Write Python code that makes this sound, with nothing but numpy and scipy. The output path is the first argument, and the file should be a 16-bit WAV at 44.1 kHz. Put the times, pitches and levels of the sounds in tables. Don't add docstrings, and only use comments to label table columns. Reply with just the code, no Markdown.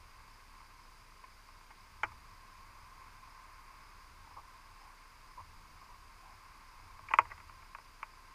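import sys
import numpy as np
from scipy import signal
from scipy.fft import rfft, irfft
from scipy.io import wavfile
from scipy.ndimage import uniform_filter1d, map_coordinates

SR = 44100
rng = np.random.default_rng(int(sys.argv[2]) if len(sys.argv) > 2 else 0)


def master(y):
    cut = np.clip(np.atleast_2d(y).T, -1, 1)
    pcm = np.round(cut * 32767)
    wavfile.write(sys.argv[1], SR, pcm.astype(np.int16))


N = 367794
TIME = np.arange(N) / SR
FRAME_RATE_HZ = 29.97

# time in seconds, level in dB.
FLOW = [(0, -61), (1.8, -62.5), (2.25, -59.5), (3.55, -57), (4.35, -60.5), (4.9, -59.3), (5.7, -61.3),
        (6.3, -60), (7.25, -59.5), (7.9, -62), (8.34, -60)]


def from_db(db):
    return 10 ** (np.asarray(db) / 20)


def unit_rms(x):
    return x / np.sqrt(np.mean(x ** 2) + 1e-20)


def even(x, size=330):
    x = unit_rms(x)
    return x / np.sqrt(uniform_filter1d(x ** 2, size) + .01)


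def add(track, start_s, sound):
    start = max(round(start_s * SR), 0)
    track[start:start + len(sound)] += sound[:len(track) - start]


def response(spectrum, size):
    hz, db = np.transpose(spectrum)
    grid = np.maximum(np.fft.rfftfreq(size, 1 / SR), 1)
    gain = from_db(np.interp(np.log(grid), np.log(hz), db))
    cepstrum = irfft(np.log(gain))
    cepstrum[1:size // 2] *= 2
    cepstrum[size // 2 + 1:] = 0
    return irfft(np.exp(rfft(cepstrum)))


def noise(spectrum):
    colour = response(spectrum, size=32768)
    white = rng.standard_normal(N + len(colour) - 1)
    return unit_rms(signal.fftconvolve(white, colour, "valid"))


def drift(per_s):
    points = rng.standard_normal(400)
    return unit_rms(map_coordinates(points, [TIME * per_s], order=3, mode="wrap"))


def poles(hz, width_hz):
    radius = np.exp(-np.pi * width_hz / SR)
    return np.array([1, -2 * radius * np.cos(2 * np.pi * hz / SR), radius * radius])


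def resonate(x, hz, width_hz):
    feedback = poles(hz, width_hz)
    return signal.lfilter((1 - feedback[2]) / 2 * np.array([1, 0, -1]), feedback, x)


def disperse(x, hz, width_hz):
    feedback = poles(hz, width_hz)
    return signal.lfilter(feedback[::-1], feedback, x)


def ring(modes, t):
    return sum(from_db(db - 60 * t / t60) * np.sin(2 * np.pi * hz * t) for hz, db, t60 in modes)


def wash(swell_db=0.52, broad_growth=0.68, resonant_growth=1.34):
    # frequency in Hz, relative density in dB.
    spectrum = [(300, -25), (740, -29.5), (830, -18.5), (900, -7), (950, -9.5), (1050, 2), (1130, -6.5),
                (1250, -9), (1430, -13.5), (1560, -10), (1750, -16.5), (2000, -15), (2170, -11.5),
                (2350, -16), (2600, -17), (3100, -38.5)]
    flow_db = np.interp(TIME, *np.transpose(FLOW))
    surge_db = flow_db - flow_db.mean() + swell_db * drift(per_s=5)
    steady = from_db(flow_db.mean()) * noise(spectrum)
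    resonant = resonate(steady, hz=1060, width_hz=260)
    broad = steady - resonant
    return from_db(broad_growth * surge_db) * broad + from_db(resonant_growth * surge_db) * resonant


def rumble(gain_db=6, swell_db=0.9):
    # time in seconds, relative level in dB.
    sway = [(0, -71.5), (1.8, -71.5), (2.15, -65.5), (2.45, -71), (3.0, -67.5), (3.35, -71.5), (4.3, -69),
            (5.1, -74), (5.4, -68), (5.8, -66.5), (6.5, -74), (6.9, -69), (7.4, -68), (8.34, -77)]
    # frequency in Hz, relative density in dB.
    spectrum = [(6, -9), (18, 6), (40, -0.5), (55, 1.5), (69, 4.5), (76, -2.5), (102, 2.5), (115, -10),
                (150, -11.5), (300, -22.5), (600, -41)]
    sway_db = np.interp(TIME, *np.transpose(sway))
    return from_db(sway_db + gain_db + swell_db * drift(per_s=5)) * noise(spectrum)


def rustle(gain_db=-19, hz=740, width_hz=220):
    flow_db = np.interp(TIME, *np.transpose(FLOW))
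    band = resonate(resonate(rng.standard_normal(N), hz, width_hz), hz, width_hz)
    return from_db(flow_db + gain_db) * unit_rms(band)


def camera(hiss_db=-66, flutter_depth=0.3):
    # frequency in Hz, bandwidth in Hz, level in dB.
    whistles = [(4775, 60, -75.5), (9620, 330, -85)]
    # frequency in Hz, rms level in dB.
    harmonics = [(29.97, -62.5), (59.94, -92)]
    # frequency in Hz, relative density in dB.
    hiss_spectrum = [(200, 3), (700, -1), (1800, -3.5), (2600, -1), (3400, -4.5), (4400, -2), (5100, -0.5),
                     (5700, -5), (6400, -5.5), (7800, -10.5), (9700, -10), (11500, -14), (14300, -14),
                     (15300, -22)]
    whine = sum(from_db(db) * even(resonate(rng.standard_normal(N), hz, width_hz), size=1300)
                for hz, width_hz, db in whistles)
    hum = sum(from_db(db) * unit_rms(np.sin(2 * np.pi * (hz * TIME + rng.random())))
              for hz, db in harmonics)
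    flutter = 1 + flutter_depth * np.sin(2 * np.pi * FRAME_RATE_HZ * TIME)
    return hum + (whine + fizz()) * flutter + from_db(hiss_db) * noise(hiss_spectrum)


def housing(echo_s=.0056, echo_db=-23, ring_db=-4, crack_db=-52, crack_t60=0.045, size=16384):
    # frequency in Hz, relative gain in dB.
    transmission = [(100, -40), (400, -48), (720, -20.5), (890, 2), (1120, 2.5), (1400, -9.5),
                    (1700, -14.5), (2300, -11.5), (2900, -24.5), (3250, -38), (4000, -48), (7300, -43.5),
                    (8200, -59), (10500, -51), (15000, -84)]
    # frequency in Hz, level in dB, 60 dB decay time in seconds.
    shell_modes = [(490, -35, 0.15), (636, -15, 0.063), (900, -47, 0.046), (960, -16, 0.13),
                   (1084, -27, 0.1), (1220, -31, 0.068), (1590, -42, 0.041), (1670, -26, .05),
                   (1960, -20, 0.044), (2460, -25, 0.047), (2560, -53, 0.021), (2640, -25.5, 0.047),
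                   (2700, -37, 0.044)]
    t = np.arange(size) / SR
    chirp = disperse(response(transmission, size), hz=1070, width_hz=450)
    chirp = disperse(chirp, hz=550, width_hz=430)
    chirp /= np.abs(chirp).max()
    echo = np.interp(t - echo_s, t, chirp, left=0)
    build_up = 1 - np.exp(-(t / 0.003) ** 2)
    treble_band = signal.butter(3, [4200, 7700], "band", fs=SR, output="sos")
    treble = unit_rms(signal.sosfilt(treble_band, rng.standard_normal(size)))
    crack = treble * from_db(crack_db - 60 * t / crack_t60)
    return chirp + from_db(echo_db) * echo + from_db(ring_db) * ring(shell_modes, t) * build_up + crack


def crackle(body, per_s=24, level_db=-59, spread_db=3.0):
    sizes = from_db(spread_db * np.minimum(rng.exponential(1, N), 3)) * rng.choice([-1, 1], N)
    snaps = sizes * (rng.random(N) < per_s / SR)
    return from_db(level_db) * signal.fftconvolve(snaps, body)[:N]


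def fizz(level_db=-75, first_s=.32, frames_per_group=15, spurt_s=0.11, between_db=-2.5):
    gate, spurt = np.zeros(N), signal.windows.tukey(round(spurt_s * SR))
    period_s = frames_per_group / FRAME_RATE_HZ
    for start_s in np.arange(first_s, TIME[-1] - period_s, period_s) - spurt_s / 2:
        add(gate, start_s, spurt)
        add(gate, start_s + period_s * rng.uniform(1 / 3, 3 / 4), from_db(between_db) * spurt)
    band = unit_rms(resonate(rng.standard_normal(N), hz=5140, width_hz=110))
    return from_db(level_db) * gate * band


def taps(body, rattle_db=-3, low_t60=0.07, high_t60=0.042, split_hz=1500, size=20000):
    # start in seconds, level in dB, treble gain in dB,
    # shaking of the frame in dB, length of the scrape in seconds.
    knocks = [(1.2382, -54, 1, 8.5, 0.0042), (1.7058, -46, -2, 2, .005), (2.0330, -26, 2, 4.5, 0.0016),
              (2.1175, -51, -4, 5, .005), (4.2725, -45, -9, -3, 0), (6.9918, -40, -12, -15, 0.009),
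              (7.0852, -50.5, 15.5, 1.5, 0.0071), (7.1060, -27.5, -1, -7.5, .016),
              (7.1375, -20.5, 8.5, -8, 0), (7.1870, -9.5, 4.5, -11, 0), (7.3115, -38, 3, -1.5, .008),
              (7.4010, -46.5, 6.5, -6, 0), (7.4962, -48, 10, -10, 0), (7.6234, -47.5, -3, -2, 0.0043),
              (7.7490, -36.5, 4, -7.5, 0.0077), (7.7850, -47.5, 2, -1.5, 0.0017),
              (8.0297, -35, 12.5, -13.5, 0)]
    # frequency in Hz, level in dB, 60 dB decay time in seconds.
    frame_modes = [(80, -35, 0.75), (107.8, -33, 0.61), (319, -26.5, 0.11), (388, -22, 0.07),
                   (663, -18, 0.081)]
    # frequency in Hz, relative density in dB.
    rattle_spectrum = [(150, -35), (330, -16), (500, -14.5), (720, -14.5), (900, 4.5), (1500, 1),
                       (1700, -8), (1950, -0.5), (2450, 0.5), (2700, -13.5), (3050, -14), (3400, -37),
                       (7000, -32), (8000, -48)]
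    out, t = np.zeros(N), np.arange(size) / SR
    low_pass = signal.butter(2, split_hz, fs=SR)
    thud = ring(frame_modes, t) * (1 - np.exp(-t / 0.0044))
    buzz = even(noise(rattle_spectrum))
    low = signal.filtfilt(*low_pass, buzz)
    high = buzz - low
    hardest_s = max(knocks, key=lambda knock: knock[1])[0]
    contacts = knocks + settling(hardest_s)
    offsets = rng.integers(0, N - size, len(contacts))
    for (start_s, db, treble_db, shake_db, scrape_s), offset in zip(contacts, offsets):
        part = slice(offset, offset + size)
        rattle = low[part] * from_db(-60 * t / low_t60) + high[part] * from_db(-60 * t / high_t60)
        impact = from_db(shake_db + rattle_db) * rattle * (1 - np.exp(-t / 0.00039))
        add(impact, 0, body)
        scraped = signal.fftconvolve(impact, slips(scrape_s))[:size]
        dull = signal.filtfilt(*low_pass, scraped)
        treble = from_db(treble_db) * (scraped - dull)
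        add(out, start_s, from_db(db) * (dull + treble + from_db(shake_db) * thud))
    return out


def slips(scrape_s, per_s=650, size=2048):
    sizes, chance = rng.standard_normal(size), rng.random(size)
    force = sizes * (chance < per_s / SR) * (np.arange(size) / SR < scrape_s)
    force[0] = 1
    return force / np.linalg.norm(force)


def rubs(width_hz=200, sag_hz_per_s=2440, grit_db=-20, thump_db=-5, attack_s=0.0034, release_s=0.0082):
    # start in seconds, level in dB, length in seconds.
    strokes = [(4.309, -51, 0.017), (4.366, -45, 0.032), (4.802, -61, 0.1), (5.375, -44, 0.036),
               (5.815, -52, 0.019), (5.889, -54, 0.039), (6.227, -62, .12), (6.752, -71, .13)]
    size = 16384
    out, t = np.zeros(N), np.arange(size) / SR
    low_pass = signal.butter(8, 1180, fs=SR, output="sos")
    for start_s, db, length_s in strokes:
        hz = 1100 - sag_hz_per_s * length_s
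        friction = rng.standard_normal(2 * size)
        pressure = np.interp(t, [0, attack_s, length_s, length_s + release_s], [0.33, 0.78, 0.55, 0.049])
        band = resonate(resonate(friction, hz, width_hz), hz, width_hz)
        tone = even(signal.sosfilt(low_pass, band))[size:]
        grit = unit_rms(signal.sosfilt(low_pass, resonate(friction, hz=430, width_hz=270)))[:size]
        push = unit_rms(resonate(friction, hz=89.5, width_hz=45))[size:]
        thump = resonate(pressure * push, hz=87, width_hz=13)
        slide = pressure * (tone + from_db(grit_db) * grit)
        add(out, start_s, from_db(db) * (slide + from_db(thump_db) * thump))
    return out


def settling(knock_s, count=4, gap_s=.028, slowing=1.3, first_db=-44.5, loss_db=1.5):
    treble_db, shake_db, scrape_s = 4, -2.5, .005
    tick, jitter = np.arange(count), rng.uniform(-0.92, 1, (count, 2))
    times = knock_s + np.cumsum(gap_s * slowing ** tick * (1 + 0.24 * jitter[:, 0]))
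    levels = first_db - loss_db * tick + 2 * jitter[:, 1]
    return [(start_s, db, treble_db, shake_db, scrape_s) for start_s, db in zip(times, levels)]


def scene():
    body = housing()
    return (taps(body) + rubs() + crackle(body) + wash() + rumble() + rustle() + camera())[None]


def record(dry):
    low_pass = signal.firwin(511, cutoff=15350, fs=SR)
    return signal.fftconvolve(dry, low_pass[None], "same")


dry = scene()
out = record(dry)
master(out)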